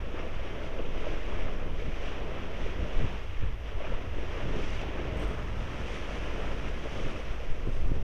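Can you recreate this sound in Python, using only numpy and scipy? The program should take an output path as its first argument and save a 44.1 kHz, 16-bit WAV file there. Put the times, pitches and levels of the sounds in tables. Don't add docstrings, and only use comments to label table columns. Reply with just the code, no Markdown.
import sys
import numpy as np
from scipy import signal
from scipy.fft import rfft, irfft
from scipy.io import wavfile
from scipy.ndimage import uniform_filter1d

SR = 44100
rng = np.random.default_rng(int(sys.argv[2]) if len(sys.argv) > 2 else 0)


def wav_out(sig):
    wavfile.write(sys.argv[1], SR, np.round(np.clip(np.atleast_2d(sig).T, -1, 1) * 32767).astype(np.int16))


def ratio_of_db(decibels):
    return 10 ** (np.asarray(decibels, float) / 20)


N = 354110

# [t/s, vigour/dB, fineness/dB]
BOW_DRIVE = [(0.0, -3, -0.8), (0.35, -0.7, -0.8), (0.85, -1, -1.2), (1.2, 1, -0.5), (1.7, -2.5, -1),
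             (2.25, -0.5, -1.5), (3.0, 0.55, -0.4), (3.3, -3.5, 0.8), (3.6, -5, 0.1), (4.1, -2, -0.5),
             (4.45, 1.5, -0.4), (5.0, -0.1, -1.4), (5.55, -1, 1.8), (5.95, 2, 2), (6.75, 0, 1.1),
             (7.1, 1, 1.5), (7.6, -2.5, 1.2), (8.03, -4.5, 2.5)]
# [f/Hz, density/dB per Hz]
WATER_COLOUR = [(120, -13), (200, 0), (250, -0.5), (430, 2.5), (630, 0), (780, -8.5), (1320, -9.5),
                (1480, -12), (2700, -13.5), (3300, -17.5), (4200, -30), (5900, -27), (7500, -41.5),
                (10000, -49.5), (13000, -66)]
WATER_SPLITS = [740, 1700, 3900, 7300]
# [centre f/Hz, usual level/dB, share of vigour/1, share of fineness/1]
WATER_RANGES = [
    (450, -43.5, 1.12, -1.15),
    (1100, -50, 1.1, -0.36),
    (2600, -50, 1.23, -0.08),
    (5400, -64, 1.28, 0.95),
    (9000, -78.5, 1.6, 2),
]
# [t/s, surge level/dB, half length/s, splash centre f/Hz]
CRESTS = [(0.19, 5.5, 0.033, 1500), (0.66, 3.5, 0.04, 12000), (1.003, 2.5, 0.05, 7000),
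          (1.06, 3, 0.042, 450), (1.433, 2.5, 0.095, 1500), (1.874, 3, 0.12, 12000), (2.072, 6, 0.11, 7000),
          (2.643, 4, 0.064, 12100), (3.07, 2.5, 0.13, 2500), (3.47, 3.5, 0.036, 450),
          (3.684, 5, 0.042, 4000), (3.88, 7.5, 0.09, 1490), (4.284, 2, 0.08, 7000), (4.6, 4, 0.073, 12000),
          (4.737, 7, 0.093, 12000), (4.812, 2.5, 0.04, 12000), (5.05, 2.6, 0.075, 1500),
          (5.224, 5.5, 0.095, 250), (5.22, 6, 0.064, 12000), (5.32, 2.5, 0.06, 12000),
          (5.93, 2, 0.04, 12000), (6.42, 3, 0.28, 800), (6.96, 2.5, 0.15, 12000), (7.016, 3.5, 0.11, 250),
          (7.41, 2, 0.04, 250), (7.67, 6, 0.027, 250), (7.762, 2.5, 0.06, 12000), (7.9, 4, 0.098, 250)]
CREST_OCTAVES = 2.33
# [t/s, level change/dB, half length/s, centre f/Hz]
SMALL_SURGES = [(0.38, -5, 0.044, 350), (0.469, 2.0, 0.035, 2600), (0.8, 6, 0.018, 350), (0.888, -3, 0.035, 1100),
                (1.098, 2, 0.06, 4000), (1.213, -3.5, 0.048, 600), (1.616, 2.5, 0.02, 1100),
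                (1.796, 3.5, 0.032, 5400), (1.946, -1, 0.17, 350), (2.135, 1, 0.039, 1700),
                (2.373, 2.5, 0.06, 1700), (3.352, -3, 0.24, 350), (3.402, 2.5, 0.16, 2600),
                (3.624, -3.5, 0.032, 600), (3.854, -4, 0.092, 350), (3.895, -6, 0.017, 1690),
                (4.104, -4, 0.029, 600), (4.77, -5.5, 0.03, 350), (4.935, 2, 0.06, 1700), (5.248, -2, 0.11, 5400),
                (5.373, 3.1, 0.14, 1100), (5.567, -1.2, 0.14, 4000), (5.657, 2.3, 0.14, 1100),
                (6.685, 2, 0.02, 2600), (6.783, -1.7, 0.06, 1100), (6.866, 5.5, 0.024, 350),
                (7.713, -1.5, 0.035, 1100), (7.902, -2, 0.06, 1700), (8.022, 2.1, 0.16, 350),
                (2.52, -1, 0.09, 800), (2.78, -1, 0.08, 350), (4.47, 0, 0.06, 300), (1.32, 1, 0.095, 2600),
                (0.6, 1.5, 0.06, 300), (7.27, 0, 0.05, 350), (0.85, 0, 0.06, 2600), (4.66, 1, 0.03, 9000),
                (5.85, -1, 0.04, 9000), (6.05, -2, 0.04, 9000), (4.27, 0, 0.045, 350)]
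SMALL_SURGE_OCTAVES = 1.08
# [t/s, peak level/dB, f/Hz]
GULPS = [(0.269, -30, 533), (0.394, -30, 517), (0.796, -31, 620), (1.006, -35, 412), (1.067, -20.5, 590),
         (1.625, -29, 537), (1.82, -28, 470), (2.691, -40, 490), (3.718, -29.5, 426), (3.803, -25, 610),
         (3.816, -27, 540), (3.842, -26.5, 610), (3.85, -29, 620), (3.895, -31, 460), (3.918, -24.5, 500),
         (4.6, -34, 1250), (3.812, -37, 1250), (3.897, -37, 1750), (3.872, -33, 880), (3.858, -38, 2650),
         (4.37, -28, 465), (4.413, -25.5, 584), (4.554, -24, 410), (5.286, -45, 655), (5.64, -43, 479),
         (6.108, -27.5, 580), (6.394, -26, 446), (6.447, -27, 646), (6.512, -26.5, 495), (6.545, -32, 475),
         (6.743, -35, 505), (7.024, -37, 423), (7.272, -48, 571), (7.434, -27, 510)]
# [t/s, peak level/dB, f/Hz]
GLUGS = [(0.105, -35, 366), (0.141, -28, 315), (0.461, -32, 390), (0.947, -31, 336), (0.978, -33, 506),
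         (1.666, -34, 393), (2.662, -26, 487), (2.786, -32, 385), (3.007, -32, 455), (3.119, -36, 479),
         (4.227, -29, 393), (4.278, -30, 361), (4.591, -31, 376), (5.799, -39, 398), (5.859, -32, 423),
         (7.195, -31, 468), (7.403, -28, 519), (7.669, -34, 358), (7.905, -33, 463)]
# [t/s, peak level/dB, f/Hz]
PLOPS = [(0.2877, -39, 2340), (0.7627, -41, 2300), (0.7886, -36, 2730), (0.852, -37, 2470),
         (0.9453, -40, 2650), (1.9425, -35, 2430), (2.396, -40, 2470), (2.6673, -36, 1890),
         (3.0066, -37, 2030), (3.0749, -38, 1850), (3.8477, -33, 2320), (3.9669, -39, 1980),
         (4.3335, -38, 1950), (4.814, -35, 2690), (5.4844, -35, 1920), (5.7224, -39, 2090),
         (5.8611, -41, 2480), (5.9614, -31, 1900), (6.129, -36, 2140), (6.2377, -36, 2330),
         (6.5984, -37, 2640), (6.6578, -37, 2320), (6.7705, -37, 2060), (6.9321, -40, 2940),
         (7.1596, -36, 2510)]
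# [f/Hz, width f/Hz, level/dB]
PORT_RESONANCE = (9000, 500, 3.6)
# [t/s, peak level/dB]
RAIL_DROPS = [(4.4994, -56), (4.5605, -46), (4.6194, -48), (4.703, -48), (4.7494, -49), (4.815, -46),
              (5.1694, -55), (5.9194, -49), (6.6862, -48)]

# [t/s, strength/dB, smallness of the eddies/dB]
WIND_DRIVE = [(0.0, -2, -1.5), (0.6, -2.5, 2.2), (0.8, 1.5, -5), (1.5, 0.5, -0.5), (2.0, -1.1, -2),
              (2.45, 0.5, 2), (3.2, -4.5, -0.5), (3.6, -12.5, 0), (4.25, -0.5, 1.8), (4.65, 2.6, -2.5),
              (5.1, -2, 7), (5.7, -2.5, 5.5), (6.05, -4, 1.2), (6.5, 1, 1), (7.2, -5, 2), (7.6, -0.5, -0.5),
              (7.85, 5.0, -3.5), (8.03, 4.5, 2)]
# [centre passing rate f/Hz, usual level/dB, share of strength/1, share of smallness/1]
EDDY_SIZES = [
    (12, -30, 1.13, -0.68),
    (51.5, -40.5, 1.14, 0.75),
    (133, -47, 0.95, 0.91),
]
# [f/Hz, density/dB per Hz]
PRESSURE_COLOUR = [(2, -2), (5, 8), (10, 7), (20, -3), (32, -7.5), (60, -33), (200, -74), (1500, -140)]
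# [f/Hz, density/dB per Hz]
THUD_COLOUR = [(15, -45), (36, -2.5), (65, -9.5), (95, -12.5), (160, -34.5), (1500, -140)]
# [f/Hz, density/dB per Hz]
FLAP_COLOUR = [(40, -42), (95, -3.5), (140, -2), (220, -8), (400, -21), (800, -40), (4000, -140)]
# [t/s, level change/dB, half length/s, centre f/Hz]
WIND_SURGES = [(0.397, 6, 0.076, 15), (1.423, 10, 0.09, 26), (1.882, 9, 0.029, 180), (2.66, 11, 0.034, 22),
               (2.817, 12.5, 0.043, 69), (2.977, 15, 0.047, 10), (3.015, 11.5, 0.057, 170),
               (3.044, 24, 0.029, 30), (3.123, 1.5, 0.035, 120), (3.3, 14, 0.029, 37), (3.405, 9, 0.034, 8),
               (3.445, 17, 0.021, 160), (3.46, 26, 0.098, 26.5), (3.617, 13.5, 0.12, 53),
               (3.765, 22.5, 0.047, 28.6), (3.86, 12.1, 0.084, 8.9), (3.916, 11.5, 0.057, 160),
               (3.954, 12.5, 0.038, 19), (4.038, 7.5, 0.09, 49), (4.178, 10, 0.048, 23), (4.466, 8.5, 0.052, 140),
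               (5.257, 9, 0.08, 36), (5.605, 10, 0.066, 36), (6.14, 13, 0.031, 44), (7.04, 6, 0.075, 80),
               (7.056, 12, 0.06, 7.9), (7.51, 16, 0.039, 7.4), (7.683, 10.5, 0.058, 39), (7.895, 8, 0.1, 43),
               (7.51, -3, 0.04, 50), (7.33, -2.5, 0.06, 70), (0.78, -2, 0.12, 27), (1.2, -2, 0.06, 70),
               (4.6, -2, 0.08, 40), (6.75, -1, 0.11, 25), (1.75, 2.5, 0.15, 23), (0.03, 3, 0.046, 60),
               (0.14, 0, 0.03, 50), (0.399, 4, 0.1, 80), (0.452, -16, 0.047, 200), (0.614, -5, 0.03, 62),
         (1.066, -7, 0.03, 64), (1.098, 5, 0.13, 200), (1.223, -10.9, 0.037, 57), (1.586, 1.5, 0.073, 64),
         (2.05, 3, 0.03, 110), (2.183, -10, 0.03, 35), (2.355, -12, 0.041, 33), (2.52, -7, 0.042, 72),
         (2.937, -10, 0.03, 42), (3.21, -1, 0.028, 50), (3.871, -4, 0.05, 30), (4.312, -11, 0.063, 200),
         (4.36, 2.5, 0.13, 30), (4.366, -11, 0.05, 8), (4.561, 11.5, 0.027, 200), (4.679, 0.5, 0.11, 200),
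         (4.764, 4, 0.03, 30), (4.797, -5, 0.14, 8), (4.899, 5, 0.019, 46), (5.817, 4, 0.03, 33),
         (6.126, -14, 0.03, 8), (7.308, 14, 0.04, 26), (7.413, -8, 0.041, 220), (7.514, 2, 0.021, 200),
         (7.553, -2, 0.05, 50), (0.7, -7, 0.12, 40), (0.64, 5, 0.07, 200), (1.22, -3, 0.05, 90),
         (2.3, -1, 0.046, 100), (2.96, 3.5, 0.03, 110), (3.148, 5, 0.04, 92), (4.95, -4, 0.08, 64),
         (5.72, -2.5, 0.12, 35), (5.87, 4, 0.074, 200), (6.87, -5, 0.03, 140), (6.95, 4.5, 0.04, 92),
         (7.49, 2, 0.04, 99), (7.63, -5, 0.035, 45), (7.75, -3, 0.04, 60), (0.35, -2, 0.06, 55),
         (3.43, 5, 0.025, 200)]
WIND_SURGE_OCTAVES = 1.39
# [t/s, peak level/dB, f/Hz, length/s]
BUFFETS = [(2.797, -31, 71.6, 0.041), (2.981, -30, 89, 0.047), (3.034, -24.5, 76, 0.049),
           (3.419, -24, 100, 0.046), (4.418, -26, 72, 0.048), (4.543, -24, 74.7, 0.055),
           (5.512, -33, 123, 0.034), (7.049, -26.5, 142.7, 0.046), (7.668, -19, 90.3, 0.036),
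           (7.828, -25, 60.2, 0.045), (7.908, -20, 72.5, 0.036), (7.958, -28, 96, 0.032),
           (0.662, -36, 140, 0.03), (1.331, -36, 70, 0.04), (1.415, -34, 70.6, 0.04),
           (1.615, -32, 140, 0.03), (2.2, -37, 70, 0.04), (2.369, -36, 70, 0.035), (2.413, -35, 102, 0.031),
           (5.78, -28, 82.5, 0.048), (6.12, -30, 70, 0.04), (6.992, -33, 83, 0.03),
           (2.997, -24, 112, 0.025), (7.69, -27, 110, 0.025)]

# [start t/s, level/dB, hold/s, dying away/dB per s]
SHAKES = [
    (5.162, -75, .09, 70),
    (7.64, -79, .14, 70),
]
SHAKE_RISE_S = 0.02
# [t/s, peak level/dB]
HARD_TAPS = [(5.1705, -56), (5.1946, -57), (5.2054, -61), (5.215, -61), (5.2214, -62), (5.232, -59),
             (5.245, -58), (5.2774, -60), (5.3023, -66)]
# [f/Hz, width f/Hz, level/dB]
FITTING_MODES = [(7400, 900, -6), (8270, 220, 1), (8510, 220, 1), (9600, 900, -5), (10600, 500, -4),
                 (11500, 330, -2.5), (11900, 700, -5)]
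# [multiple of ENGINE_HZ/1, rms level/dB]
ENGINE_ORDERS = [(1, -45.5), (2, -43), (3, -52.5)]
ENGINE_HZ = 27.9
# [f/Hz, density/dB per Hz]
HISS_COLOUR = [(300, 0), (10000, 0), (15500, 0)]
HISS_DB, HISS_TOP_HZ = -78.5, 15530


def bow_wave():
    bubbles = foam(90, 3.2, 4.63, count=36)
    water = patchy(rng.standard_normal(N) + ratio_of_db(-10.0) * bubbles, 0.24, 0.53)
    range_levels = levels(BOW_DRIVE, WATER_RANGES, (CRESTS, CREST_OCTAVES), (SMALL_SURGES, SMALL_SURGE_OCTAVES))
    edges = [1, *WATER_SPLITS, SR]
    port_hz, port_width_hz, port_peak_db = PORT_RESONANCE
    out = np.zeros(N)
    for level_db, lo, hi in zip(range_levels, edges, edges[1:]):
        def range_gain(f):
            port_db = port_peak_db * np.exp(-((f - port_hz) / port_width_hz) ** 2)
            whole = ratio_of_db(read(WATER_COLOUR, f) + port_db)
            return whole / (1 + (lo / (f + 1)) ** 12) / (1 + (f / hi) ** 12)
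        out += ratio_of_db(level_db) * colour(water, range_gain)
    # table, trim dB, ringing cycles, upward glide
    for pockets, trim_db, cycles, glide in [(GULPS, 0.5, 4.7, 0.013), (GLUGS, 0.5, 3.5, 0.03),
                                            (PLOPS, 3.0, 6.5, 0.02)]:
        for s, db, hz in pockets:
            add(out, s, ratio_of_db(db + trim_db) * bubble(hz, cycles, glide))
    return out


def foam(per_s, spread_db, cycles, count):
    out = np.zeros(N)
    for hz in np.geomspace(260, 9500, count):
        bursts = rng.random(N) < per_s * hz / 2000 / SR
        size = ratio_of_db(spread_db * np.minimum(rng.exponential(1, N), 4))
        out += signal.oaconvolve(bursts * size, bubble(hz, cycles, 0.048))[:N] * np.sqrt(hz)
    return unit(out)


def bubble(hz, cycles, glide):
    u = np.arange(round(3 * cycles / hz * SR)) * hz / cycles / SR
    tone = np.sin(2 * np.pi * cycles * (u + glide * u ** 2))
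    return tone * (1 - np.exp(-u / 0.19)) * np.exp(-2.0 * u)


def patchy(x, patch_db, flicker_db):
    z = signal.stft(x, nperseg=512, noverlap=384)[2]
    patches = rng.standard_normal(z.shape[::-1]).T
    patches = uniform_filter1d(patches, size=8, axis=0)
    patches = unit(uniform_filter1d(patches, size=24, axis=1))
    slaps = unit(uniform_filter1d(rng.standard_normal(z.shape[1]), size=8))
    z = z * ratio_of_db(patch_db * patches + flicker_db * slaps)
    return signal.istft(z, nperseg=512, noverlap=384)[1][:N]


def drops():
    out, t = np.zeros(N), np.arange(SR // 40) / SR
    for s, db in RAIL_DROPS:
        spatter = rng.standard_normal(len(t)) * np.exp(-t / 0.004)
        add(out, s, ratio_of_db(db + 2.5) * spatter)
    return bandpass(out, 3800, 6900)


def wind():
    pressure_db, thud_db, flap_db = levels(WIND_DRIVE, EDDY_SIZES, (WIND_SURGES, WIND_SURGE_OCTAVES))
    lumps_db = 2.56 * wander(23)
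    out = ratio_of_db(pressure_db) * eddies(PRESSURE_COLOUR, 0.029, 1.0)
    out += ratio_of_db(thud_db - 1.5) * eddies(THUD_COLOUR, 0.028, 0.95)
    out += ratio_of_db(flap_db - 0.6 + lumps_db) * eddies(FLAP_COLOUR, 0.024, 0.54)
    for s, db, hz, length_s in BUFFETS:
        add(out, s - 0.004, ratio_of_db(db - 10.5) * buffet(hz, length_s))
    return out


def eddies(spectrum, window_s, evenness):
    x = colour(rng.standard_normal(N), lambda f: ratio_of_db(read(spectrum, f)))
    width = round(window_s * SR)
    strength = uniform_filter1d(uniform_filter1d(x ** 2, width), width)
    return unit(x / (strength + 0.05) ** (evenness / 2))


def buffet(hz, length_s):
    t = np.arange(SR // 8) / SR
    falling = hz * t * (1 - 2.04 * t)
    snaps = sum(np.cos(2 * np.pi * k * falling) / k ** 1.14 for k in range(1, 7))
    puff = bandpass(rng.standard_normal(len(t)), 60, 380)
    u = np.minimum(t / max(length_s, 0.01), 1)
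    return (unit(snaps) + 0.27 * unit(puff)) * np.sin(np.pi * u ** 0.85) ** 2


def fitting():
    taps, t = np.zeros(N), np.arange(SR // 25) / SR
    now = np.arange(SR // 2) / SR
    for s, db, hold_s, fall_db in SHAKES:
        knocks = rng.standard_normal(len(now)) * (rng.random(len(now)) < 1500 / SR)
        dying = ratio_of_db(db + 14.0 - fall_db * np.maximum(now - hold_s, 0))
        add(taps, s, np.minimum(now / SHAKE_RISE_S, 1) * dying * knocks)
    for s, db in HARD_TAPS:
        add(taps, s, ratio_of_db(db - 4.0) * rng.standard_normal(len(t)) * np.exp(-t / 0.0047))
    ring = sum(ratio_of_db(db) * np.exp(-np.pi * width_hz * t) * np.sin(2 * np.pi * hz * t)
               for hz, width_hz, db in FITTING_MODES)
    ring = ring * (1 - np.exp(-t / 0.0002))
    return ratio_of_db(-13.5) * signal.oaconvolve(taps, ring)[:N]


def engine():
    turns = np.cumsum(ENGINE_HZ * (1 + 0.001 * wander(0.3))) / SR
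    out = np.zeros(N)
    for k, db in ENGINE_ORDERS:
        level = ratio_of_db(db + 1.1 * wander(0.5)) * np.sqrt(2)
        out += level * np.sin(2 * np.pi * (k * turns + rng.random()))
    return out


def preamp_hiss():
    noise = rng.standard_normal(N)
    return ratio_of_db(HISS_DB + 3.0) * colour(noise, lambda f: ratio_of_db(read(HISS_COLOUR, f)) * (f < HISS_TOP_HZ))


def levels(control, layers, *surges):
    strength, tilt = curves(control)
    return [usual + a * strength + b * tilt + sum(surge(*kind, hz) for kind in surges)
            for hz, usual, a, b in layers]


def surge(rows, octaves, hz):
    s, db, half_s, centre = np.transpose(rows)[:, :, None]
    coarse = np.arange(0, N, 64) / SR
    in_time = ((coarse - s) / np.maximum(half_s, 0.01)) ** 2
    in_pitch = (np.log2(hz / centre) / octaves) ** 2
    bells = db * np.exp(-in_time - in_pitch)
    return np.interp(np.arange(N) / SR, coarse, bells.sum(0))


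def curves(rows):
    s, *columns = np.transpose(rows)
    return [uniform_filter1d(np.interp(np.arange(N) / SR, s, c), size=600) for c in columns]


def wander(hz):
    return colour(rng.standard_normal(N), lambda f: (f > 0) / (1 + (f / hz) ** 2))


def colour(x, gain):
    return unit(irfft(rfft(x) * gain(np.fft.rfftfreq(N, 1 / SR)), N))


def bandpass(x, lo_hz, hi_hz):
    return signal.sosfilt(signal.butter(3, [lo_hz, hi_hz], "bandpass", fs=SR, output="sos"), x)


def read(points, hz):
    f, value = np.transpose(points)
    return np.interp(np.log(hz + 1), np.log(f + 1), value)


def unit(x):
    return x / np.sqrt(np.mean(x ** 2) + 1e-20)


def add(mix, s, sound):
    part = mix[round(s * SR):][:len(sound)]
    part += sound[:len(part)]


def scene():
    return (bow_wave() + drops() + wind() + fitting() + engine())[None]


def low_pass(x):
    return signal.sosfilt(signal.butter(12, 15710, fs=SR, output="sos"), x)


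def record(dry):
    from_end = np.minimum(np.arange(N), N - np.arange(N))
    fade = np.sin(np.pi / 2 * np.minimum(from_end / 200, 1)) ** 2
    return low_pass((dry + preamp_hiss()) * fade)


dry = scene()
out = record(dry)
wav_out(out)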